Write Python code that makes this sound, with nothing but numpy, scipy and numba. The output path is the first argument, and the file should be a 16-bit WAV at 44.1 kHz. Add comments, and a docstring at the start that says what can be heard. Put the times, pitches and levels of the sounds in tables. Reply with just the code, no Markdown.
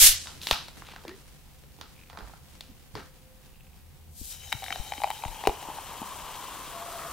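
"""A soda bottle is opened at a table in a small quiet room: gas, shaped noise, hisses out at once.
The cap cracks off and a glass mug is fetched: short noise bursts, grainy rustles, slipping groans, low thumps.
Then the drink is poured close by, left of the middle: foam fizzes, splashes ring the glass and the air column
above the drink, whose pitch climbs as the mug fills, while the plastic bottle glugs and pops.
Near the end the bottle hums briefly; room tone and faint hums lie under it all."""
import sys
import numpy as np
from scipy import signal
from scipy.fft import rfft, irfft
from scipy.io import wavfile
from numba import njit

SR = 44100
rng = np.random.default_rng(int(sys.argv[2]) if len(sys.argv) > 2 else 0)


def to_wav(sig):
    """Store sig (one row per channel, or 1-D mono) as 16-bit WAV at the path in sys.argv[1].

    Samples outside -1..1 are clipped; the rate is SR.
    """
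    pcm = np.clip(np.atleast_2d(sig), -1, 1) * 32767
    pcm = np.round(pcm).astype(np.int16)
    wavfile.write(sys.argv[1], SR, pcm.T)  # frames by channels


N = 313992

# how alike distant sound is at the two microphones: (frequency [Hz], left-right likeness [-1..1])
FAR_LIKENESS = [(60, 0.26), (240, 0.16), (950, 0.64), (3770, 0.07), (15000, 0.55)]


def from_db(db):
    """Gain of a level in dB."""
    return 10 ** (np.asarray(db) / 20)


def rms_one(x):
    """Scaled to rms 1."""
    return x / np.sqrt(np.mean(x ** 2) + 1e-20)


def peak_one(x):
    """Scaled to peak 1."""
    return x / np.max(np.abs(x))


def in_time(rows):
    """Columns of a curve at every sample."""
    s, *columns = np.transpose(rows)
    return [np.interp(np.arange(N) / SR, s, c) for c in columns]


def during(rows):
    """1 between the first and last row of a curve, with 30 ms fades outside."""
    t = np.arange(N) / SR
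    fade_in = np.clip((t - rows[0][0]) / .03 + 1, 0, 1)
    fade_out = np.clip((rows[-1][0] - t) / .03 + 1, 0, 1)
    return fade_in * fade_out


def at_hz(points, hz):
    """A spectrum table read on a log frequency axis."""
    table = np.array(points)
    return np.interp(np.log(hz), np.log(table[:, 0]), table[:, 1])


def drift(rate):
    """Slow random wander of rms 1, faster for a higher rate; made at SR / 40 and interpolated."""
    r = np.exp(-80 * np.pi * rate / SR)
    white = rng.standard_normal(N // 40 + 2002)
    slow = signal.lfilter([1], [1, -2 * r, r * r], white)[2000:]    # skip the filter's start
    return np.interp(np.arange(N) / 40, np.arange(len(slow)), rms_one(slow))


def shaped(white, spectrum, likeness):
    """Two noises become a coloured stereo pair, alike as the table says; rms 1."""
    hz = np.maximum(np.fft.rfftfreq(white.shape[1], 1 / SR), 1)
    mid, side = rfft(white) * from_db(at_hz(spectrum, hz))
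    alike = np.clip(at_hz(likeness, hz), -.99, .99)
    pair = np.sqrt(1 + alike) * mid + np.sqrt(1 - alike) * side * [[1], [-1]]
    return rms_one(irfft(pair, white.shape[1]))


def resonance(x, hz, width_hz):
    """Two-pole peak of gain 1."""
    r = np.exp(-np.pi * width_hz / SR)
    poles = [1, -2 * r * np.cos(2 * np.pi * hz / SR), r * r]
    return signal.lfilter([(1 - r * r) / 2, 0, (r * r - 1) / 2], poles, x + 1e-18)


@njit
def moving_resonance(x, hz, width_hz, sr):
    """Two-pole peak whose centre and width move; a unit click rings with height about 1."""
    y = np.zeros(len(x))
    for i in range(2, len(x)):
        w = 2 * np.pi * hz[i] / sr
        r = np.exp(-np.pi * width_hz[i] / sr)
        y[i] = np.sin(w) * x[i - 1] + 2 * r * np.cos(w) * y[i - 1] - r * r * y[i - 2]
    return y


def in_band(x, low_hz, high_hz):
    """Band-pass that roughly keeps the rms of white noise."""
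    band = signal.butter(2, [low_hz, high_hz], "band", fs=SR, output="sos")
    return signal.sosfilt(band, x) * np.sqrt(SR / 2 / (high_hz - low_hz))


def narrow_noise(hz, width_hz):
    """A wavering tone of rms 1: noise through a narrow resonance."""
    return rms_one(resonance(rng.standard_normal(N), hz, width_hz))


def add(out, s, sound):
    """Mix a short sound in at s seconds."""
    i = round(s * SR)
    out[..., i:i + sound.shape[-1]] += sound[..., :N - i]


def damped(hz, t60):
    """A decaying sine, 0.3 s long."""
    t = np.arange(round(.3 * SR)) / SR
    return np.sin(2 * np.pi * hz * t) * from_db(-60 * t / max(t60, .002))


def crack(t60, rise_s):
    """A one-sample snap, then a decaying burst of noise, 0.12 s long."""
    t = np.arange(round(.12 * SR)) / SR
    rise = np.clip(t / max(rise_s, 1e-4), 0, 1)
    burst = rng.standard_normal(len(t)) * rise * from_db(-60 * t / max(t60, .001))
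    burst[0] = 2.68
    return burst


def grains(per_s, spread_db):
    """Two channels of random clicks of uneven size; rms 1."""
    sizes = from_db(spread_db * np.minimum(rng.exponential(1, (2, N)), 5)) * rng.choice([-1, 1], (2, N))
    return rms_one(sizes * (rng.random((2, N)) < per_s / SR))


def pan(db):
    """Left and right gains for a left-minus-right level in dB."""
    return from_db(np.array([[db / 2], [-db / 2]]))


def room_tone():
    """The quiet room's background: steady coloured noise."""
    # colour of the background: (frequency [Hz], density [dB per Hz])
    tone_colour = [(12, -33.5), (20, -4), (80, -4), (103, -17.5), (148, -12), (238, -20), (289, -35.5),
                   (519, -25), (565, -38.5), (746, -25), (1070, -32.5), (1270, -36.5), (2760, -33.5),
                   (6020, -40), (15500, -34)]
    return from_db(-53) * shaped(rng.standard_normal((2, N)), tone_colour, FAR_LIKENESS)


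def hums():
    """Appliances hum as narrow noises; a deep hum near 80 Hz swells and fades."""
    # appliances: (frequency [Hz], width [Hz], rms level [dB])
    hum_rows = [(139.6, 9.2, -64), (169.8, 18, -72.5), (518, 2.4, -72), (756, 10, -84.5)]
    # the deep hum's swells: (time [s], level [dB])
    deep_levels = [(0.0, -38), (0.4, -62.5), (0.85, -78), (1.94, -59.5), (3.3, -69.5), (4.08, -55),
                   (4.84, -52.5), (5.0, -62), (7.12, -74)]
    steady = sum(from_db(db) * narrow_noise(hz, width_hz) for hz, width_hz, db in hum_rows)
    deep_db, = in_time(deep_levels)
    return steady + from_db(deep_db) * narrow_noise(80, 3.9)


def gas():
    """Gas jets from the cap as smooth bright noise that dulls as the pressure drops and the room takes over."""
    # colour of the jet: (frequency [Hz], density [dB per Hz])
    jet_colour = [(180, -52.5), (300, -31.5), (1170, -20.5), (2170, -10), (2700, -10), (2980, -5),
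                  (3890, -5.5), (6620, -3), (12100, -3), (16000, -13.5)]
    # stereo likeness of the jet: (frequency [Hz], left-right likeness [-1..1])
    jet_likeness = [(60, 0.91), (130, 0.83), (290, 0.84), (640, 0.91), (1410, 0.89), (3100, 0.65),
                    (6820, 0.076), (15000, 0.11)]
    start_db, peak_db, rise_s, hold_s = -16.5, -10.5, .026, 0.042    # the jet swells and holds
    drop_db, drop_db_per_s, tail_db_per_s = 27, 200, 119    # then drops fast, and the rest fades more slowly
    puff_s, puff_rise_s = 0.417, .11    # the last gas leaves as the seal breaks
    puff_start_db, puff_peak_db, puff_fade_db_per_s = -47, -38, 200
    t = np.arange(N) / SR
    hold_end_s = rise_s + hold_s
    knee_s = hold_end_s + drop_db / drop_db_per_s
    level_db = np.interp(t, [0, rise_s, hold_end_s, knee_s], [start_db, peak_db, peak_db, peak_db - drop_db])
    level_db = level_db - tail_db_per_s * np.maximum(t - knee_s, 0)
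    jet = shaped(rng.standard_normal((2, N)), jet_colour, jet_likeness)
    dull = rms_one(signal.sosfilt(signal.butter(2, 7000, fs=SR, output="sos"), jet))
    late = np.clip((t - .08) / .15, 0, 1)
    puff_db = np.interp(t - puff_s, [0, puff_rise_s], [puff_start_db, puff_peak_db])
    puff_db = puff_db - puff_fade_db_per_s * np.maximum(t - puff_s - puff_rise_s, 0)
    puff = (t > puff_s) * from_db(puff_db) * jet
    return from_db(level_db + 1.0 * drift(40)) * ((1 - late) * jet + late * dull) + puff


def thumps():
    """Jolts through the table and puffs on the microphones: decaying low sines under a gentle low-pass."""
    # pushes: (time [s], level [dB], frequency [Hz], 60 dB decay [s], left-right level [dB])
    pushes = [(0.018, -22, 21.5, 0.2, 0), (0.086, -21.5, 21.6, 0.17, 0), (0.523, -14, 36.3, 0.03, -2),
              (2.22, -40, 53.7, 0.44, -13), (2.94, -39.5, 111, 0.13, -14), (4.211, -37, 57.5, 0.12, 15.5),
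              (4.549, -31.5, 116, 0.067, 13), (4.797, -26, 30.8, 0.061, 20), (5.258, -25, 76.5, 0.042, 8),
              (5.283, -34.5, 32.3, 0.2, 14), (5.485, -14.5, 37.4, 0.045, 0.0)]
    out = np.zeros((2, N))
    for s, level_db, hz, t60, side_db in pushes:
        add(out, s, -from_db(level_db) * pan(side_db) * damped(hz, t60))
    return signal.sosfilt(signal.butter(1, 350, fs=SR, output="sos"), out)


def rustle():
    """Hands, sleeve and chair move: grainy friction, its brightness tilted about 1.5 kHz."""
    # strength of the movement: (time [s], level [dB])
    moves = [(0.2, -57.5), (0.46, -51.5), (0.6, -51.5), (1.37, -59), (2.12, -59.5), (2.26, -54.5),
             (2.62, -57), (2.98, -57.5), (3.18, -60.5), (4.1, -62.5)]
    # colour of the friction before the tilt: (frequency [Hz], density [dB per Hz])
    rub_colour = [(59, -58), (100, 1), (185, 0.5), (389, -5), (481, -9.5), (910, -11.5), (3860, -8.5),
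                  (10200, -12.5), (14100, -20), (16000, -50)]
    tilt = from_db(-3)    # gain on the treble, inverse on the bass; negative dB dulls the rub
    level_db, = in_time(moves)
    rub = shaped(grains(2500, spread_db=2.5), rub_colour, FAR_LIKENESS)
    low = signal.sosfilt(signal.butter(1, 1500, fs=SR, output="sos"), rub)
    tilted = low / tilt + (rub - low) * tilt
    return from_db(level_db + 2.0 * drift(8.5)) * during(moves) * tilted


def knocks():
    """Contacts of cap, bottle and mug: bursts in four bands; returns them dry and the snaps sent to the room."""
    # contacts: (time [s], body [dB], knock [dB], clack [dB], left-right level [dB])
    contacts = [(0.258, -38, -65, -48, 0), (0.271, -33.5, -54, -28.5, 2), (0.416, -52, -59, -31, 0),
                (0.433, -48, -45, -28, 3), (0.47, -27, -40, -15, 1.5), (0.487, -38, -41, -25, 3),
                (0.511, -12, -28, -6, 2), (0.529, -48, -52, -17.5, 4), (0.683, -37, -58, -34, 2),
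                (0.771, -45, -61, -46, -1), (0.821, -33.5, -44, -45, 0), (0.868, -55, -60, -41, 1.5),
                (0.887, -37, -50, -41, 0), (0.936, -36.5, -60, -54, 0), (0.962, -31.5, -45, -39, 1),
                (1.037, -42, -48, -43, 0), (1.051, -39, -33.5, -42, 0), (1.08, -54, -34.5, -31, -1),
                (1.093, -38.5, -50, -35, 0), (1.637, -51.5, -47.5, -49, 6), (1.787, -58, -44.5, -48, -5),
                (1.812, -35, -42, -31.5, -7), (2.099, -39, -60, -38.5, -6.5), (2.13, -39, -52, -45, -8),
                (2.173, -31.5, -60, -40, -7), (2.188, -53, -39, -37, -7), (2.207, -34, -60, -55, -5),
                (2.275, -41, -60, -58, -3), (2.336, -39.5, -54, -50, -6), (2.608, -43, -52, -27, 3.5),
                (2.953, -30.5, -29, -30, 4), (2.974, -33.5, -53, -45, -2)]
    # body, knock, clack and treble tick: (low edge [Hz], high edge [Hz])
    bands = [(600, 1500), (150, 600), (2200, 5000), (5000, 15000)]
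    # the hands move nearer and further: (time [s], share sent to the room [dB])
    reach = [(0.25, 3), (0.55, -1.5), (0.7, -5), (1.1, -2), (1.8, 3), (2.25, 2), (2.6, -5), (2.95, 4)]
    tick_db, t60_s = -10.5, 0.012    # tick against the clack; decay of the burst
    cap_off_s, cap_hz, cap_width_hz, cap_ring_db = .7, 3810, 150, -3.5    # the cap's own ring
    out, sent = np.zeros((2, N)), np.zeros(N)
    click = signal.unit_impulse(round(.03 * SR))
    snaps = np.array([peak_one(in_band(click, *band)) for band in bands])
    for s, body_db, knock_db, clack_db, side_db in contacts:
        gains = from_db([body_db, knock_db, clack_db, clack_db + tick_db])
        burst = sum(gain * peak_one(in_band(crack(t60_s, rise_s=0.00021), *band))
                    for gain, band in zip(gains, bands))
        snap = from_db(np.interp(s, *np.transpose(reach))) * (gains @ snaps)
        if s < cap_off_s:    # the cap still rings while it is being twisted off
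            burst = burst + from_db(cap_ring_db) * resonance(burst, cap_hz, cap_width_hz)
            snap = snap + from_db(cap_ring_db) * resonance(snap, cap_hz, cap_width_hz)
        add(out, s, pan(side_db) * burst)
        add(sent, s, snap)
    return out, sent


def room(x):
    """The room answers with a noise tail that dies octave by octave, partly alike at the two microphones."""
    # decay of the room: (frequency [Hz], 60 dB decay [s])
    decay = [(100, 0.28), (1000, 0.3), (5000, 0.44), (15000, 0.13)]
    t, tail = np.arange(round(.6 * SR)) / SR, 0
    for hz in 90 * 2. ** np.arange(8):
        edges = [hz / np.sqrt(2), min(hz * np.sqrt(2), .45 * SR)]
        band = signal.butter(2, edges, "band", fs=SR, output="sos")
        octave = signal.sosfilt(band, rng.standard_normal((2, len(t))))
        tail = tail + octave * from_db(-60 * t / at_hz(decay, hz))
    tail = tail + 0.38 * tail[::-1]    # the microphones are close together
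    tail = tail * np.clip(t / 0.0045, 0, 1)    # the first echoes need a few ms
    return signal.fftconvolve(x[None], tail / np.sqrt(np.sum(tail ** 2) / 2), axes=1)[:, :N]


def groans():
    """Chair, table and fingers rub, and the drink sloshes in the bottle: uneven slips excite a sliding
    resonance."""
    # rubs: (time [s], level [dB], start [Hz], end [Hz], width [Hz], length [s], slips [per s])
    rubs = [(0.401, -45.5, 3900, 3900, 900, 0.11, 3800), (.8, -51.5, 2930, 3150, 1800, 0.3, 1600),
            (1.06, -46, 301, 484, 30, 0.15, 4100), (1.058, -52.5, 1700, 2100, 200, 0.13, 3700),
            (1.931, -62, 2550, 2350, 300, 0.28, 210), (2.081, -52, 950, 800, 450, 0.33, 220),
            (2.681, -51.5, 240, 221, 40, .07, 4000), (2.942, -49.5, 2500, 1500, 4000, .13, 2500),
            (3.451, -66, 2790, 2405, 250, 0.46, 90)]
    out = np.zeros(N)
    for s, level_db, start_hz, end_hz, width_hz, length, per_s in rubs:
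        count = round(length * SR)
        slips = rng.standard_normal(count) * (rng.random(count) < per_s / SR)
        hz = np.linspace(start_hz, end_hz, count)
        rub = moving_resonance(slips, hz, np.full(count, float(width_hz)), SR)
        swell = np.sin(np.pi * np.linspace(0, 1, count) ** 0.61) ** 2
        add(out, s, from_db(level_db) * swell * rms_one(rub))
    return out


def foam():
    """Foam hisses: dense tiny clicks, coloured, with a flickering level."""
    # strength of the foam: (time [s], level [dB])
    fizz = [(4.05, -77.5), (4.19, -44.5), (4.32, -39.5), (4.38, -50.5), (4.66, -47.5), (5.62, -47.5),
            (6.08, -46), (7.12, -44.5)]
    # colour of the foam: (frequency [Hz], density [dB per Hz])
    foam_colour = [(900, -36), (1500, -23), (2000, -24), (3000, -13), (4500, -8.5), (6000, -8.5),
                   (8500, -3), (10000, -7), (12000, -5), (14000, -6.5), (15500, -11.5)]
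    # stereo likeness of the near foam: (frequency [Hz], left-right likeness [-1..1])
    near_likeness = [(60, 0.23), (120, 0.56), (240, 0.73), (480, 0.95), (950, 0.99), (1890, 0.98),
                     (3770, 0.65), (7520, -0.33), (15000, -0.42)]
    level_db, = in_time(fizz)
    hiss = shaped(grains(9000, spread_db=3.0), foam_colour, near_likeness)
    return from_db(level_db + .7 * drift(25)) * hiss


def air_column(churn, hz, width_hz, level_db):
    """The churning stream stirs the air above the drink: its lowest mode and a weaker one at three times that."""
    wobble = from_db(.3 * drift(24))    # the rough surface shakes the pitch
    first = rms_one(moving_resonance(churn[0], hz * wobble, width_hz, SR) * np.sqrt(width_hz))
    third = rms_one(moving_resonance(churn[1], 3 * hz * wobble, 5.7 * width_hz, SR) * np.sqrt(width_hz))
    third_db = level_db - 10 + drift(13)
    return from_db(level_db + drift(4.6)) * first + from_db(third_db) * third


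def glass(x, damping):
    """Wall modes and cross modes of the mug, widened as the drink damps them."""
    # modes: (frequency [Hz], width before damping [Hz], level [dB])
    modes = [(3103, 83, 4), (3866, 210, 1), (5110, 210, -7.5), (5700, 125, -3), (5040, 100, -19),
             (6500, 200, -7)]
    out = np.zeros(N)
    for hz, width_hz, db in modes:
        patchy_db = 4 * drift(11.4)    # each mode comes and goes as the stream wanders
        ring = moving_resonance(x, np.full(N, float(hz)), width_hz * damping, SR)
        out += from_db(db + patchy_db) * width_hz / SR * ring
    return out


def gurgle():
    """Large bubbles, each ringing briefly at one of twelve low pitches; rms 1."""
    born = grains(1100, spread_db=2.5)[0]
    pitches_hz, dealt = np.geomspace(280, 1900, 12), rng.integers(0, 12, N)
    return rms_one(sum(resonance(born * (dealt == k), hz, hz / 1.9) for k, hz in enumerate(pitches_hz)))


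def splashes(hz, width_hz):
    """Each splash traps a bubble, jolts the air column, cracks on the glass and sprays; low pops join in."""
    # splashes in the mug: (time [s], bubble [dB], crack [dB])
    drops = [(4.421, -55, -47), (4.436, -53, -42), (4.475, -44, -46), (4.521, -33.5, -27),
             (4.526, -23.5, -15.5), (4.622, -32.5, -38), (4.631, -30.5, -37), (4.64, -41, -32),
             (4.663, -46, -33), (4.682, -33.5, -33.5), (4.705, -30.5, -26), (4.719, -45, -34),
             (4.725, -35, -23), (4.758, -26.5, -29.5), (4.921, -21, -28.5), (4.936, -33, -28.5),
             (4.979, -35, -36), (5.002, -30, -41), (5.018, -22.5, -31), (5.036, -18, -25.5),
             (5.042, -10.5, -26.5), (5.053, -32, -44), (5.074, -22.5, -38), (5.103, -19.5, -30.5),
             (5.112, -28, -31), (5.223, -37, -39), (5.237, -20, -32), (5.251, -22, -33), (5.281, -33, -37),
             (5.359, -34, -48), (5.438, -21, -32.5), (5.453, -22, -32), (5.461, -34, -35),
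             (5.472, -5.5, -16), (5.494, -17.5, -37), (5.627, -27, -37), (5.686, -28, -50),
             (5.7, -26.5, -50), (5.773, -30, -47), (5.785, -23.5, -42), (6.017, -25, -41),
             (6.028, -25, -43)]
    # drops burst with a bright snap: (time [s], peak level [dB])
    bright_snaps = [(4.526, -18.5), (4.641, -25), (4.725, -34), (5.036, -24), (5.103, -22.5),
                    (5.473, -13.5), (5.879, -34)]
    # low pops of the bottle, and the knock that starts a thump:
    # (time [s], level before swell and decay [dB], starting pitch [Hz])
    low_pops = [(4.213, -33, 224), (4.537, -39.5, 223), (4.71, -40, 250), (4.797, -34, 150),
                (4.982, -36, 256), (5.036, -30, 570), (5.042, -42, 538), (5.104, -42, 420),
                (5.257, -36, 160), (5.437, -34, 407), (5.462, -42, 406), (5.472, -9, 388),
                (5.494, -21.5, 380), (5.627, -44, 291), (5.686, -32, 290), (5.773, -47, 266),
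                (6.017, -27, 237)]
    bubble_start_hz, follows, scatter = 778.5, .45, 0.048    # empty mug; power of the column's climb; spread
    big_db, big_drop_per_db = -16, .014    # above this level bubbles are larger and lower
    spray_base_db, spray_growth = -41, 1.13    # for a crack of -30.5 dB; dB per dB of crack
    hits, bubbles, cracks, spray, pops = np.zeros((5, N))
    t = np.arange(round(.1 * SR)) / SR
    swell = np.clip(t / 0.0013, 0, 1)    # liquid lands softly
    for (s, bubble_db, crack_db), chance in zip(drops, rng.standard_normal(len(drops))):
        i = round(s * SR)
        bubble_hz = bubble_start_hz * (hz[i] / hz[0]) ** follows * (1 + scatter * chance)
        bubble_hz *= 1 - big_drop_per_db * max(bubble_db - big_db, 0)
        spray_db = spray_base_db + spray_growth * (crack_db + 30.5)
        hits[i] += from_db(bubble_db - 6.5)
        chirp = np.sin(2 * np.pi * bubble_hz * t * (1 + 2.4 * t))    # pitch rises
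        add(bubbles, s, swell * from_db(bubble_db - 2.0 - 60 * t / 0.029) * chirp)
        add(cracks, s, from_db(crack_db) * peak_one(in_band(crack(0.0081, rise_s=0.00042), 1400, 4270)))
        add(spray, s, from_db(spray_db) * peak_one(in_band(crack(0.022, rise_s=0.0011), 4500, 18000)))
    for s, snap_db in bright_snaps:
        add(spray, s, from_db(snap_db) * peak_one(in_band(crack(0.0095, rise_s=0.00025), 4000, 18000)))
    for s, pop_db, pop_hz in low_pops:
        chirp = np.sin(2 * np.pi * pop_hz * t * (1 + 6.8 * t))
        add(pops, s, swell * from_db(pop_db - 60 * t / 0.03) * chirp)
    hits = signal.sosfilt(signal.butter(1, [500, 2200], "band", fs=SR, output="sos"), hits)
    column = moving_resonance(hits, hz, 0.87 * width_hz, SR)
    # a closed pipe rings at odd multiples
    third = from_db(-23) * moving_resonance(cracks, 3 * hz, 3 * width_hz, SR)
    walls = from_db(22.0) * glass(cracks, (width_hz / width_hz[0]) ** 1.9)
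    mouth = signal.butter(3, 560, "high", fs=SR, output="sos")    # the mouth radiates little below its column
    return signal.sosfilt(mouth, column + bubbles + third + cracks + walls + spray) + pops


def pour():
    """The stream fizzes, gurgles and splashes, exciting air column and glass; returns stereo and the mug alone."""
    # the mug fills: (time [s], air column pitch [Hz])
    fill = [(4.1, 770), (4.7, 772), (5.9, 1030), (6.4, 1030), (7.12, 1180)]
    # the stream stirs the air column: (time [s], level [dB])
    stream = [(4.05, -85), (4.38, -69), (4.6, -59), (4.71, -48.5), (5.02, -55.5), (5.33, -47.5),
              (5.59, -45.5), (6.19, -43.5), (7.12, -44)]
    empty_width_hz, widening = 69, 3.1    # air column in the empty mug; power of the climb in pitch
    gurgle_start_db, gurgle_db_per_octave = -23, 31.5    # against the column; grows as its pitch climbs
    walls_s, walls_rise_s, walls_start_db, walls_fade_db_per_s = 4.24, 0.071, -49.5, 1    # stream meets glass
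    start_side_db, side_db_per_octave = 5, -4    # left-right; the surface rises towards the middle
    t = np.arange(N) / SR
    hz, = in_time(fill)
    climb = hz / hz[0]
    octaves = np.log2(climb)
    width_hz = empty_width_hz * climb ** widening
    column_db, = in_time(stream)
    churn = grains(3000, spread_db=2.0)
    column = air_column(churn, hz, width_hz, column_db)
    wetted = np.clip((t - walls_s) / walls_rise_s, 0, 1)
    wetted = wetted * from_db(walls_start_db - walls_fade_db_per_s * (t - walls_s))
    ringing = rms_one(glass(churn[1], (width_hz / width_hz[0]) ** 1.5))
    walls = wetted * from_db(1.95 * drift(11)) * ringing
    gurgling = from_db(column_db + gurgle_start_db + gurgle_db_per_octave * octaves) * gurgle()
    pouring = during(stream)
    mug = pouring * (column + walls + gurgling) + splashes(hz, width_hz)
    side_db = start_side_db + side_db_per_octave * octaves
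    sides = from_db(np.array([side_db / 2, -side_db / 2]))
    both = np.array([mug, np.roll(mug, 1)])    # the right microphone hears it one sample later
    return sides * (pouring * foam() + both), mug


def bottle_hum():
    """Air in the emptying bottle hums: a soft watery tone that swells and stops."""
    start_s, length_s = 6.72, 0.337
    t = np.arange(N) / SR - start_s
    swell = np.clip(np.minimum(t / 0.051, (length_s - t) / .04 + 1), 0, 1)
    return from_db(-46) * swell * narrow_noise(680, 12)    # Hz, width in Hz


def scene():
    """Near pour on the left, handling further off, with the room's echoes of knocks and mug."""
    background = room_tone() + hums()
    handled, sent = knocks()
    handling = gas() + thumps() + rustle() + handled + groans()
    poured, mug = pour()
    echoes = room(sent + from_db(-13.5) * mug)
    return background + handling + poured + bottle_hum() * pan(2.7) + echoes


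def record(dry):
    """The top is cut steeply above 15.75 kHz, then overload clips the peaks."""
    top_cut = signal.ellip(10, .3, 70, 15750, fs=SR, output="sos")
    return np.clip(signal.sosfilt(top_cut, dry), -1, 1)


dry = scene()
out = record(dry)
to_wav(out)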